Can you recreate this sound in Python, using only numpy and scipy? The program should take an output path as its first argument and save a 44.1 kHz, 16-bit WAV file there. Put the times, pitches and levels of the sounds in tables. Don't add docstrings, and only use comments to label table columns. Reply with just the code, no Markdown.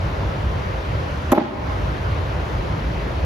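import sys
import numpy as np
from scipy import signal
from scipy.fft import rfft, irfft, next_fast_len
from scipy.io import wavfile
from scipy.ndimage import uniform_filter1d, minimum_filter1d, map_coordinates

SR = 44100
rng = np.random.default_rng(int(sys.argv[2]) if len(sys.argv) > 2 else 0)


def wrap_up_sound(samples):
    columns = np.atleast_2d(samples).T
    tamed = np.clip(columns, -1, 1)
    steps = np.round(tamed * 32767).astype(np.int16)
    wavfile.write(sys.argv[1], SR, steps)


N = 143325

# (the swings at 8500 and 11500 Hz are coding traces, not the hall or air)
DIFFUSE_WIDTH = [(50, -38), (100, -29.5), (150, -10), (220, -9.5), (300, -8.5), (400, -3), (570, -3.5),
                 (750, 0.5), (1150, -1), (1500, 4.5), (1800, -5), (3300, -0.5), (6000, -11.5), (8500, 21.5),
                 (11500, -19.5)]
EARS = np.array([[0.5], [-0.5]])


def amp(db):
    return 10 ** (np.asarray(db) / 20)


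def unit(x):
    return x / np.sqrt(np.mean(x ** 2) + 1e-20)


def along(points, hz):
    f, v = np.transpose(points)
    return np.interp(np.log(hz + 1), np.log(f + 1), v)


def since(s):
    return np.maximum(np.arange(N) / SR - s, 0)


def fade(t, t60):
    return np.exp(-np.log(1000) * t / t60)


def wobble(rate):
    knots = rng.standard_normal(N // 10)
    return map_coordinates(knots, [np.arange(N) * rate / SR + 2])


def filtered(x, response):
    m = next_fast_len(N + SR // 2)
    hz = np.fft.rfftfreq(m, 1 / SR)
    return irfft(rfft(x, m) * response(hz), m)[..., :N]


def noise(spectrum):
    white = rng.standard_normal(N)
    return unit(filtered(white, lambda hz: amp(along(spectrum, hz))))


def spread(pair, width):
    def mid_side_gains(hz):
        angle = np.arctan(amp(along(width, hz)))
        return np.array([np.cos(angle), np.sin(angle)])

    mid, side = filtered(pair, mid_side_gains)
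    return np.array([mid + side, mid - side])


def ventilation():
    # hz, level_db per Hz
    air_spectrum = [(20, -11), (35, -25), (52, 3), (80, 1), (105, -2), (155, -7), (200, -12), (245, -17.5),
                    (310, -13), (345, -16), (385, -13.5), (450, -16), (570, -13), (700, -17.5), (1000, -18),
                    (1220, -21), (1550, -21), (1750, -26), (2150, -27), (3100, -31), (4900, -41.5),
                    (7000, -48), (10000, -56), (13500, -58.5), (15000, -103)]
    # hz, left_minus_right_db
    air_lean = [(200, -0.5), (1000, 2.5), (1450, -4.5), (1800, 4.5), (3000, 1), (4700, 9.5), (7000, 4.5)]
    level_db, rumble_hz = -22.5, 150
    throb_db, throb_per_s, patchy_db = 0.5, 12.03, 0.98

    z = signal.stft(rng.standard_normal((2, N)), nperseg=512)[2]
    patches = uniform_filter1d(rng.standard_normal(z.shape[1:]), size=6, axis=0)
    patches = uniform_filter1d(patches, size=14, axis=1)
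    pair = signal.istft(z * amp(patchy_db * unit(patches)), nperseg=512)[1][:, :N]

    def colour(hz):
        return amp(along(air_spectrum, hz) + EARS * along(air_lean, hz))

    air = filtered(spread(pair, DIFFUSE_WIDTH), colour)
    rumble = filtered(air, lambda hz: 1 / (1 + (hz / rumble_hz) ** 4))
    throb = amp(throb_db * wobble(throb_per_s))
    return amp(level_db) * unit(air + rumble * (throb - 1))


def fans():
    # pitch_hz, level_db, envelope_knots_per_s, left_minus_right_phase_rad
    fan_lines = [(78.7, -36.5, 5.38, 0), (592, -54, 12, -1.5), (1320, -42, 18, 3)]
    out = np.zeros((2, N))
    for hz, db, knots_per_s, phase in fan_lines:
        envelope = wobble(knots_per_s) + 1j * wobble(knots_per_s)
        line = envelope * np.exp(2j * np.pi * hz * since(0))
        out += amp(db) * unit(np.real(line * np.exp(1j * phase * EARS)))
    return out


def room(x, decay, delay_s):
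    hz, t, z = signal.stft(rng.standard_normal((2, 3 * SR // 2)), SR, nperseg=256)
    tail = signal.istft(z * fade(t, along(decay, hz)[:, None]), SR, nperseg=256)[1]
    tail = tail / np.sqrt(decay[1][1] * SR / np.log(1e6))
    wet = signal.fftconvolve(x[None], tail, axes=1)[:, :N]
    delayed = filtered(wet, lambda hz: np.exp(-2j * np.pi * hz * delay_s))
    return spread(delayed, DIFFUSE_WIDTH)


def slide():
    # hz, level_db per Hz
    cloth_spectrum = [(400, -12), (1400, 3.5), (2500, -1.5), (4200, -7.5), (6500, -23), (12000, -56)]
    start_s, rise_s, length_s, level_db = 1.342, 0.0045, 0.22, -28
    scuffs_per_s, scuff_db = 300, 1.5

    t = since(start_s)
    speed = (1 - np.exp(-t / rise_s)) * np.maximum(1 - t / length_s, 0)
    unevenness = unit(amp(scuff_db * wobble(scuffs_per_s)))
    grains = unevenness * np.array([noise(cloth_spectrum), noise(cloth_spectrum)])
    return amp(level_db) * speed * grains


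def bag():
    # start_s, level_db, low_pass_hz, length_s
    crunches = [(1.3163, -19.5, 16000, .005), (1.3218, -13, 13000, .003), (1.377, -16, 3200, .005),
                (1.4, -29, 2200, .004)]
    # hz, level_db per Hz
    pellet_spectrum = [(200, -5), (600, 13), (1250, 15.5), (1750, 7.5), (2200, 4.5), (3400, 3), (5200, -8),
                       (7000, 2), (9000, -15), (11000, 6), (13400, 3.5), (15000, -27)]
    # hz, side_minus_mid_db
    pellet_width = [(500, -14), (2000, -3.5), (6000, 1.5), (11000, -1.5)]
    rise_s, crunch_t60_s = 0.00073, 0.019
    settle_db, settle_t60_s = -27, 0.2
    grains_per_s, grain_db = 2100, 3.5

    out = np.zeros((2, N))
    for start_s, db, low_pass_hz, length_s in crunches:
        t, after = since(start_s), since(start_s + length_s)
        rise = 1 - np.exp(-t / rise_s)
        fall = fade(after, crunch_t60_s) + amp(settle_db) * fade(after, settle_t60_s)
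        unevenness = unit(amp(grain_db * wobble(grains_per_s)))
        grains = unevenness * np.array([noise(pellet_spectrum), noise(pellet_spectrum)])
        dulled = filtered(grains, lambda hz: 1 / (1 + (hz / low_pass_hz) ** 6))
        out += amp(db) * rise * fall * dulled
    return spread(out, pellet_width)


def board():
    # start_s, gain_db, high_pass_hz, low_pass_hz, ring_time_factor
    blows = [(1.3217, -7.5, 165, 1130, 1.2), (1.3303, 4, 550, 684, .68), (1.3488, -10.5, 515, 957, .8),
             (1.3593, -10, 363, 455, 1.69), (1.3764, -1, 690, 970, 1.0), (1.3809, -5.5, 170, 905, .85),
             (1.394, -9.3, 274, 549, .67), (1.4043, -18, 682, 1069, 1.2), (1.4143, -11.5, 140, 215, .9)]
    # pitch_hz, relative_level_db, t60_s (before a blow's ring_time_factor)
    modes = [(230, -6.5, 0.047), (255, -11, 0.084), (297.3, 5, 0.042), (341.6, -6, 0.079),
             (402, -8.5, 0.052), (513, -2, 0.035), (584.5, -1.5, 0.033), (684, -8.5, 0.03),
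             (800, -1.5, 0.041), (872, -7.5, 0.025), (990, -6.5, 0.03), (1260, -8.4, 0.035),
             (1640, -16, 0.038), (2170, -9, .035)]
    # hz, level_db per Hz
    clatter_spectrum = [(60, -32), (160, 1), (300, -26), (470, -9), (600, 2.5), (1100, -6.5), (1600, -10),
                        (2500, -8), (5000, -27), (10000, -44)]
    ring_db, attack_s, mode_scatter_db = 5, 0.00069, 0.4
    clatter_db, clatter_t60_s = -4, 0.05

    out = np.zeros(N)
    for start_s, db, high_pass_hz, low_pass_hz, ring_factor in blows:
        t = since(start_s)
        ring = np.zeros(N)
        for hz, level_db, t60_s in modes:
            gain = amp(level_db + mode_scatter_db * rng.standard_normal())
            ring += gain * fade(t, t60_s * ring_factor) * np.sin(2 * np.pi * hz * t)
        clatter = amp(clatter_db) * noise(clatter_spectrum) * fade(t, clatter_t60_s)
        blow = (amp(ring_db) * ring + clatter) * (1 - np.exp(-t / attack_s))
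        blow = signal.lfilter(*signal.butter(2, high_pass_hz, "highpass", fs=SR), blow)
        out += amp(db) * signal.lfilter(*signal.butter(2, low_pass_hz, fs=SR), blow)
    return out


def scene():
    # hz, t60_s
    near_decay = [(200, 0.13), (1000, 0.64), (10000, 0.06)]
    # hz, t60_s
    hall_decay = [(150, 0.96), (700, 1.26), (2500, 3), (6000, 0.56), (12000, 0.13)]
    near_db, near_delay_s = -11, 0.008
    hall_db, hall_delay_s = -9, 0.025
    right_lead_s, board_lean_db = 0.00014, -1

    wood, pellets = board(), bag()
    shifted = filtered(wood, lambda hz: np.exp(-2j * np.pi * hz * right_lead_s * EARS))
    direct = amp(board_lean_db * EARS) * shifted
    hit = wood + pellets.mean(axis=0)
    near = amp(near_db) * room(hit, near_decay, near_delay_s)
    hall = amp(hall_db) * room(hit, hall_decay, hall_delay_s)
    return direct + pellets + slide() + near + hall + ventilation() + fans()


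def limiter(x):
    ceiling_db, lookahead_s, hold_s = -0.15, 0.0044, 0.17
    release_db_per_s = 42
    bass_hz, bass_duck = 140, 2.02

    peak_db = 20 * np.log10(np.abs(x).max(axis=0) + 1e-9)
    need_db = np.minimum(ceiling_db - peak_db, 0)
    ahead, hold = max(int(lookahead_s * SR), 1), max(int(hold_s * SR), 1)
    held_db = minimum_filter1d(need_db, ahead)
    held_db = minimum_filter1d(held_db, hold, origin=(hold - 1) // 2)
    climb_db = release_db_per_s * since(0)
    gain_db = np.minimum.accumulate(held_db - climb_db) + climb_db
    gain_db = uniform_filter1d(gain_db, ahead)
    bass = filtered(x, lambda hz: 1 / (1 + (hz / bass_hz) ** 6))
    return (x - bass) * amp(gain_db) + bass * amp(bass_duck * gain_db)


def record(dry):
    low_cut_hz, top_hz, clip_level = 18, 14700, 0.97
    x = limiter(filtered(dry, lambda hz: 1 - 1 / (1 + (hz / low_cut_hz) ** 6)))
    rounded = x / (1 + np.abs(x / clip_level) ** 6) ** (1 / 6)
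    return filtered(rounded, lambda hz: hz < top_hz)


dry = scene()
out = record(dry)
wrap_up_sound(out)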